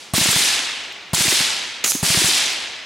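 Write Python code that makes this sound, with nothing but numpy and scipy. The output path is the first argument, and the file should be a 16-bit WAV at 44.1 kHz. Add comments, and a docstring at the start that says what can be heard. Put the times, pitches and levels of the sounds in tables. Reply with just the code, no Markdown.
"""The fading hiss of an earlier round opens an outdoor range; a suppressed carbine fires a four-round burst.
Each round is a low damped muzzle thump, a noise puff of gas and a bolt clack; its crack scatters
back from the trees as a long hiss of tiny echoes, and bullets snap on a target and thud into the berm.
A three-round burst follows, then a quieter gun pops, knocks and vents a whistling jet of filtered noise.
A last four-round burst ends with spent cases landing; a fast limiter flattens the bursts throughout."""
import sys
import numpy as np
from scipy import signal
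from scipy.fft import rfft, irfft
from scipy.io import wavfile

SR = 44100
rng = np.random.default_rng(int(sys.argv[2]) if len(sys.argv) > 2 else 0)


def wav_record(signal):
    """Record a signal, one row per channel, as 16-bit PCM in the file named by sys.argv[1]."""
    frames = np.transpose(np.atleast_2d(signal))
    bounded = np.clip(frames, -1, 1)
    # unit amplitude maps onto the largest positive 16-bit level
    quanta = np.round(bounded * 32767).astype(np.int16)
    wavfile.write(sys.argv[1], SR, quanta)


N = 125685
TIME = np.arange(N) / SR
# T60 is the time to fall 60 dB; all source levels are relative and lie ahead of the limiter.


def from_db(db):
    """Decibels to gain."""
    return 10 ** (np.asarray(db) / 20)


def rms_one(x):
    """Scale to unit rms."""
    return x / np.sqrt(np.mean(x ** 2) + 1e-20)


def at_hz(points, hz):
    """Read a table along log frequency."""
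    points = np.array(points)
    return np.interp(np.log(hz), np.log(points[:, 0]), points[:, 1])


def filtered(x, order, hz, kind):
    """Butterworth filter of the given kind."""
    return signal.sosfilt(signal.butter(order, hz, kind, fs=SR, output="sos"), x)


def drift(rate_hz):
    """Smooth random wander of spread 1: noise through two equal low-pass poles, run at SR / 40."""
    step = 40
    pole = np.exp(-2 * np.pi * rate_hz * step / SR)
    slow = signal.lfilter([1], [1, -2 * pole, pole * pole], rng.standard_normal(N // step + 2002))
    slow = slow[2000:]  # drop the filter's start-up
    return np.interp(np.arange(N) / step, np.arange(len(slow)), rms_one(slow))


def blow(start, t60, rise=1e-4):
    """Envelope that swells from its start and dies away."""
    age = np.maximum(TIME - start, 0)
    return (1 - np.exp(-age / rise)) * np.exp(-np.log(1000) * age / t60)


def ring(start, hz, t60, rise=1e-4):
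    """A damped pressure swing."""
    return blow(start, t60, rise) * np.sin(2 * np.pi * hz * (TIME - start))


def pan(db):
    """Left gain up and right gain down by the same decibels."""
    return from_db([[db], [-db]])


def stereo(mid, side, likeness):
    """Left and right from two unrelated signals; likeness is their correlation."""
    c = np.clip(likeness, 0, .999)
    return np.sqrt((1 + c) / 2) * mid + np.sqrt((1 - c) / 2) * side * np.array([[1], [-1]])


NEAR_LIKENESS = 0.94


def noise(colour, likeness=NEAR_LIKENESS):
    """Stereo noise of a given spectrum, rms 1."""
    hz = np.maximum(np.fft.rfftfreq(N, 1 / SR), 1)
    spectra = rfft(rng.standard_normal((2, N))) * from_db(at_hz(colour, hz))
    mid, side = irfft(spectra, N)
    return rms_one(stereo(mid, side, likeness))


TICK_LOW_HZ = 1370


def ticks(rows, t60, colour):
    """Short hard contacts as noise bursts, with no bass."""
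    contacts = sum(from_db(db) * blow(s, t60) for s, db in rows) * noise(colour)
    return filtered(contacts, 2, TICK_LOW_HZ, "high")


# colour of the outdoor air: (frequency [Hz], level [dB])
AIR_COLOUR = [(30, -21), (400, -10.5), (1500, -13.5), (6000, -19), (15000, -45)]
AIR_DB = -45


def air():
    """Faint outdoor air: a steady bed of dull noise."""
    return from_db(AIR_DB) * noise(AIR_COLOUR)


# colour of the scatter from trees and berm: (frequency [Hz], level [dB per Hz])
ECHO_COLOUR = [(90, -19.5), (250, -10.5), (500, -18), (850, -10.5), (1100, -14.5), (2000, -6), (3800, -1),
               (7000, -3), (9200, -3), (12000, -9.5), (15500, -17)]
# how long the scatter lasts: (frequency [Hz], T60 [s])
ECHO_T60 = [(70, 1.84), (170, 0.83), (450, 1.83), (2300, 1.9), (5000, 1.173), (9000, 0.78), (15000, 0.38)]
# width of the scatter: (frequency [Hz], left-right likeness [0 to 1])
ECHO_LIKENESS = [(60, 1), (1400, 0.85), (9000, 0.86), (14000, 0.42)]
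ECHO_DB, ECHO_RISE_S, POP_ECHO_DB = -11, 0.027, -13.5
ECHOES_PER_S, ECHO_SPREAD_DB = 14000, 2
ECHO_FLICKER_HZ, ECHO_PATCHY_DB = 57.4, 1.0   # patchiness is per unit of drift


def trees():
    """Thousands of tiny echoes of every crack; the later ones have lost their treble in the air."""
    cracks = np.array([(s, db) for s, _, db in SHOTS] + [(POP_S, POP_ECHO_DB)])
    coarse_time = TIME[::20]
    ages = np.maximum(coarse_time - cracks[:, :1], 0)
    swell = from_db(cracks[:, 1:]) * (1 - np.exp(-ages / ECHO_RISE_S))

    shape = (2, 2, N)  # two sets of mid and side, taken by alternate bands
    echoes = rng.standard_normal(shape) * (rng.random(shape) < ECHOES_PER_S / SR)
    echoes = echoes * from_db(ECHO_SPREAD_DB * rng.standard_normal(shape))

    edges = np.geomspace(30, 17000, 28)
    hiss, total_power = 0, 0
    together = drift(ECHO_FLICKER_HZ)  # flicker shared by all bands
    for k, (low, high) in enumerate(zip(edges, edges[1:])):
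        hz = np.sqrt(low * high)
        band = filtered(echoes[k % 2], 2, [low, high], "band")
        band = filtered(band, 2, min(1.2 * high, .48 * SR), "low")  # steeper upper skirt
        band = rms_one(stereo(*band, at_hz(ECHO_LIKENESS, hz)))
        fade = np.exp(-np.log(1000) * ages / at_hz(ECHO_T60, hz))
        power = np.sum((swell * fade) ** 2, axis=0)  # the tails of all cracks add as power
        envelope = np.interp(TIME, coarse_time, np.sqrt(power))
        gain = from_db(at_hz(ECHO_COLOUR, hz)) * np.sqrt(high - low)
        patches = from_db(ECHO_PATCHY_DB * (0.29 * together + drift(ECHO_FLICKER_HZ)))
        hiss = hiss + gain * patches * envelope * band
        total_power += gain ** 2
    return from_db(ECHO_DB) * hiss / np.sqrt(total_power)


CRACKLE_PER_S, CRACKLE_DB, CRACKLE_T60_S, CRACKLE_BAND_HZ = 130, 15, 0.74, (1300, 5500)


def crackle():
    """Sparse random crackling spikes over the hiss, fading after each crack."""
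    tails = [from_db(db + CRACKLE_DB) * blow(s, CRACKLE_T60_S, ECHO_RISE_S) for s, _, db in SHOTS]
    level = np.max(tails, axis=0)
    spikes = level * (rng.random(N) < CRACKLE_PER_S / SR) * rng.random(N)
    return filtered(spikes + 1e-18, 2, CRACKLE_BAND_HZ, "band")  # the offset is inaudible


# dry slaps from downrange: (time [s], level [dB])
SLAPS = [(.2585, -11), (0.3292, -10), (1.1695, -10.5), (1.318, -8.5), (1.4003, -15), (2.1435, -8.5)]
# their midrange colour: (frequency [Hz], level [dB])
SLAP_COLOUR = [(300, -6), (1500, 2), (3500, 2), (15000, -26)]
SLAP_T60_S = 0.024


def slaps():
    """Dry midrange slaps from downrange, as short noise bursts."""
    return sum(from_db(db) * blow(s, SLAP_T60_S) for s, db in SLAPS) * noise(SLAP_COLOUR)


# bullets hitting earth: (time [s], level [dB], pitch [Hz], decay [cycles to fall 60 dB])
THUDS = [(.180, -1.5, 244, 7.7), (0.256, -11, 325, 6.6), (.33, -13, 363, 6.9), (0.405, -15.5, 380, 10),
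         (1.179, -13.5, 355, 7.5), (1.251, -11, 337, 7), (1.3237, -8, 354, 9.2), (1.405, -14.5, 169, 5.5),
         (1.9503, -12, 257, 5.5), (2.147, -10.5, 385, 9.5), (2.216, -9, 355, 8.7), (2.285, -8, 375, 7.6)]
# colour of the thrown dirt: (frequency [Hz], level [dB])
DIRT_COLOUR = [(100, -2), (270, 8.5), (550, -4.5), (1400, -3), (12000, -10)]
THUD_RISE_S, DIRT_DB, DIRT_T60_S = 0.0017, -11, 0.076


def berm():
    """Bullets thud into the earth bank as damped swings and throw up a noise burst of dirt."""
    thud = sum(from_db(db) * ring(s, hz, cycles / hz, THUD_RISE_S) for s, db, hz, cycles in THUDS)
    dirt = sum(from_db(db + DIRT_DB) * blow(s, DIRT_T60_S) for s, db, _, _ in THUDS)
    return thud + dirt * noise(DIRT_COLOUR)


# spent cases landing: (time [s], level [dB])
CASES = [(.9255, -44), (2.5035, -32), (2.5288, -32)]
# their bright colour: (frequency [Hz], level [dB])
CASE_COLOUR = [(2000, -24), (6000, 17), (12000, 11)]
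CASE_T60_S = 0.03


def spent_cases():
    """Spent cases land with short bright ticks."""
    return ticks(CASES, CASE_T60_S, CASE_COLOUR)


# the quieter gun's parts knocking together: (time [s], level [dB], T60 [s])
KNOCKS = [(1.8444, -2.5, 0.031), (1.8612, -9.5, 0.071), (1.877, -12.5, 0.041), (1.9189, -5.5, 0.0094)]
# colour of the knocks: (frequency [Hz], level [dB])
KNOCK_COLOUR = [(200, -9), (1100, -2.5), (1800, 3), (2700, 1), (4000, 1), (8600, 1), (15000, -9)]
# ringing modes of its steel: (frequency [Hz], level [dB])
STEEL = [(3994, -26.5), (6293, -25), (6325, -22), (6724, -24), (7407, -23), (10654, -32)]
STEEL_T60_S = 0.28


def clatter():
    """The quieter gun's parts knock together and set its steel ringing."""
    knocks = sum(from_db(db) * blow(s, t60) for s, db, t60 in KNOCKS) * noise(KNOCK_COLOUR)
    steel = sum(from_db(db + mode_db) * ring(s, hz, STEEL_T60_S)
                for s, db, _ in KNOCKS for hz, mode_db in STEEL)
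    return knocks + steel


# colour of the pop: (frequency [Hz], level [dB])
POP_COLOUR = [(60, -6), (300, 3), (800, -3), (2700, 5), (5500, -1.5), (6800, 11.5), (9000, -6)]
# colour of gas whistling out of the suppressor: (frequency [Hz], level [dB])
VENT_COLOUR = [(2400, -16.5), (5600, 0), (6500, 8), (7400, -0.5), (9400, -2.5), (10700, 0.5), (15500, -16)]
POP_S, POP_DB, POP_RISE_S, POP_T60_S = 1.8398, 4.5, 0.0087, 0.066
VENT_DB, VENT_RISE_S, VENT_HOLD_S = -11.5, 0.031, 0.0745
VENT_DROP_DB, VENT_T60_S, VENT_PAN_DB = -10.5, 0.54, -1.8


def quiet_gun():
    """A pop, then a whistling jet of gas that holds briefly, drops and dies away."""
    pop = from_db(POP_DB) * blow(POP_S, POP_T60_S, POP_RISE_S) * noise(POP_COLOUR)
    age = np.maximum(TIME - POP_S, 0)
    swell = 1 - np.exp(-age / VENT_RISE_S)
    tail = from_db(VENT_DROP_DB) * blow(POP_S + VENT_HOLD_S, VENT_T60_S)
    pressure = np.where(age < VENT_HOLD_S, 1, tail)
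    vent = from_db(VENT_DB) * swell * pressure * noise(VENT_COLOUR)
    return pop + vent * pan(VENT_PAN_DB)


# bullets striking a target: (time [s], snap level [dB], clang level [dB])
STRIKES = [(0.2373, -11, -13), (.3102, -6, -10), (1.1467, 3, -6), (1.2188, -1, -11), (1.2909, 3, -9)]
# colour of the snaps, shared by the reports' leading edges: (frequency [Hz], level [dB])
SNAP_COLOUR = [(1000, 5), (3800, 1), (9000, -8), (16000, -3)]
# colour of the clangs, shared by the bolt: (frequency [Hz], level [dB])
CLANG_COLOUR = [(5500, -14), (7400, 3), (9500, -5), (15000, -26)]
SNAP_T60_S, CLANG_DELAY_S, CLANG_T60_S = 0.004, 0.0037, 0.026


def strikes():
    """Sharp snaps as bullets strike a target, each followed by a short bright clang."""
    snaps = [(s, db) for s, db, _ in STRIKES]
    clangs = [(s + CLANG_DELAY_S, db) for s, _, db in STRIKES]
    return ticks(snaps, SNAP_T60_S, SNAP_COLOUR) + ticks(clangs, CLANG_T60_S, CLANG_COLOUR)


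CRACK_DB, CRACK_T60_S = -14.5, 0.0099


def leading_edges():
    """The thin leading edge of each report, a very short noise tick."""
    return ticks([(s, db + CRACK_DB) for s, db, _ in SHOTS], CRACK_T60_S, SNAP_COLOUR)


# rounds, the first faint and already dying away: (time [s], muzzle level [dB], echo level [dB])
SHOTS = [(-.17, -15, -18.5), (0.1359, 0.5, 0), (0.2113, -4, -2.5), (0.286, -4.5, 0), (0.3594, -2.5, 0.5),
         (1.1326, 0, 0.5), (1.2058, -5.5, -6), (1.2798, -7, 1), (2.0284, 0.5, -1), (2.1013, -4.5, -0.5),
         (2.1716, -1.5, -1), (2.2424, -3.5, 1)]
# the muzzle's pressure swing: (frequency [Hz], level [dB], T60 [s])
THUMP = [(117, -8.5, 0.029), (159, -17, 0.079), (652, -20, 0.042), (1110, -20, 0.014)]
# colour of the rumble off the ground: (frequency [Hz], level [dB])
RUMBLE_COLOUR = [(30, -26), (100, -7), (250, -2), (500, -4), (1500, -3), (8000, -43)]
# colour of the gas puff: (frequency [Hz], level [dB])
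PUFF_COLOUR = [(300, 7.5), (1100, 9), (5000, -12.5), (9000, 5.5), (15000, -14.5)]
THUMP_RISE_S, THUMP_PAN_DB = 0.00085, 1.2
RUMBLE_DB, RUMBLE_RISE_S, RUMBLE_T60_S, RUMBLE_LIKENESS = -28.5, 0.0052, 0.2, 0.71
PUFF_DB, PUFF_RISE_S, PUFF_T60_S = -10.5, 0.0044, 0.05
BOLT_DB, BOLT_DELAY_S, BOLT_RISE_S, BOLT_T60_S = -25.5, 0.013, 0.0033, 0.11


def carbine():
    """Muzzle thump, its rumble off the ground, a puff of gas and the bolt's clack for each round."""
    thump = sum(from_db(db + mode_db) * ring(s, hz, t60, THUMP_RISE_S)
                for s, db, _ in SHOTS for hz, mode_db, t60 in THUMP)
    rumble = sum(from_db(db + RUMBLE_DB) * blow(s, RUMBLE_T60_S, RUMBLE_RISE_S) for s, db, _ in SHOTS)
    puff = sum(from_db(db + PUFF_DB) * blow(s, PUFF_T60_S, PUFF_RISE_S) for s, db, _ in SHOTS)
    # the bolt is equally loud on every round
    bolt = sum(from_db(BOLT_DB) * blow(s + BOLT_DELAY_S, BOLT_T60_S, BOLT_RISE_S) for s, _, _ in SHOTS)
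    low_end = thump * pan(THUMP_PAN_DB) + rumble * noise(RUMBLE_COLOUR, RUMBLE_LIKENESS)
    return low_end + puff * noise(PUFF_COLOUR) + bolt * noise(CLANG_COLOUR)


def scene():
    """Guns, impacts and echoes over faint outdoor air."""
    surroundings = air() + trees() + crackle()
    impacts = slaps() + berm() + spent_cases() + strikes()
    quieter_gun = clatter() + quiet_gun()
    return surroundings + impacts + quieter_gun + leading_edges() + carbine()


LOW_CUT_HZ, CUTOFF_HZ = 81, 15850
DETECTOR_LOW_HZ = 200   # the limiter is less sensitive below this
LIMIT_DB, LIMIT_SLOPE = -15.5, 0.91   # slope: dB of cut per dB over the limit
LIMIT_WINDOW_S, LOOK_AHEAD_S = 0.0041, 0.00095
RELEASE_DB_PER_S = 137   # fall of the held level


def record(dry):
    """The deepest bass is cut, a fast limiter holds the bursts level; peaks are rounded and the top is cut."""
    dry = filtered(dry, 2, LOW_CUT_HZ, "high")
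    sensed = filtered(dry, 1, DETECTOR_LOW_HZ, "high")
    pole = np.exp(-1 / (LIMIT_WINDOW_S * SR))
    power = signal.lfilter([1 - pole], [1, -pole], np.mean(sensed ** 2, axis=0))
    level_db = 10 * np.log10(power + 1e-12)
    # hold each peak, letting it fall at the release rate
    release_db = RELEASE_DB_PER_S * TIME
    held_db = np.maximum.accumulate(level_db + release_db) - release_db
    held_db = np.interp(TIME + LOOK_AHEAD_S, TIME, held_db)
    cut_db = LIMIT_SLOPE * np.maximum(held_db - LIMIT_DB, 0)
    limited = np.tanh(dry * from_db(-cut_db))
    return signal.sosfilt(signal.ellip(12, .2, 70, CUTOFF_HZ, fs=SR, output="sos"), limited)


dry = scene()
out = record(dry)
wav_record(out)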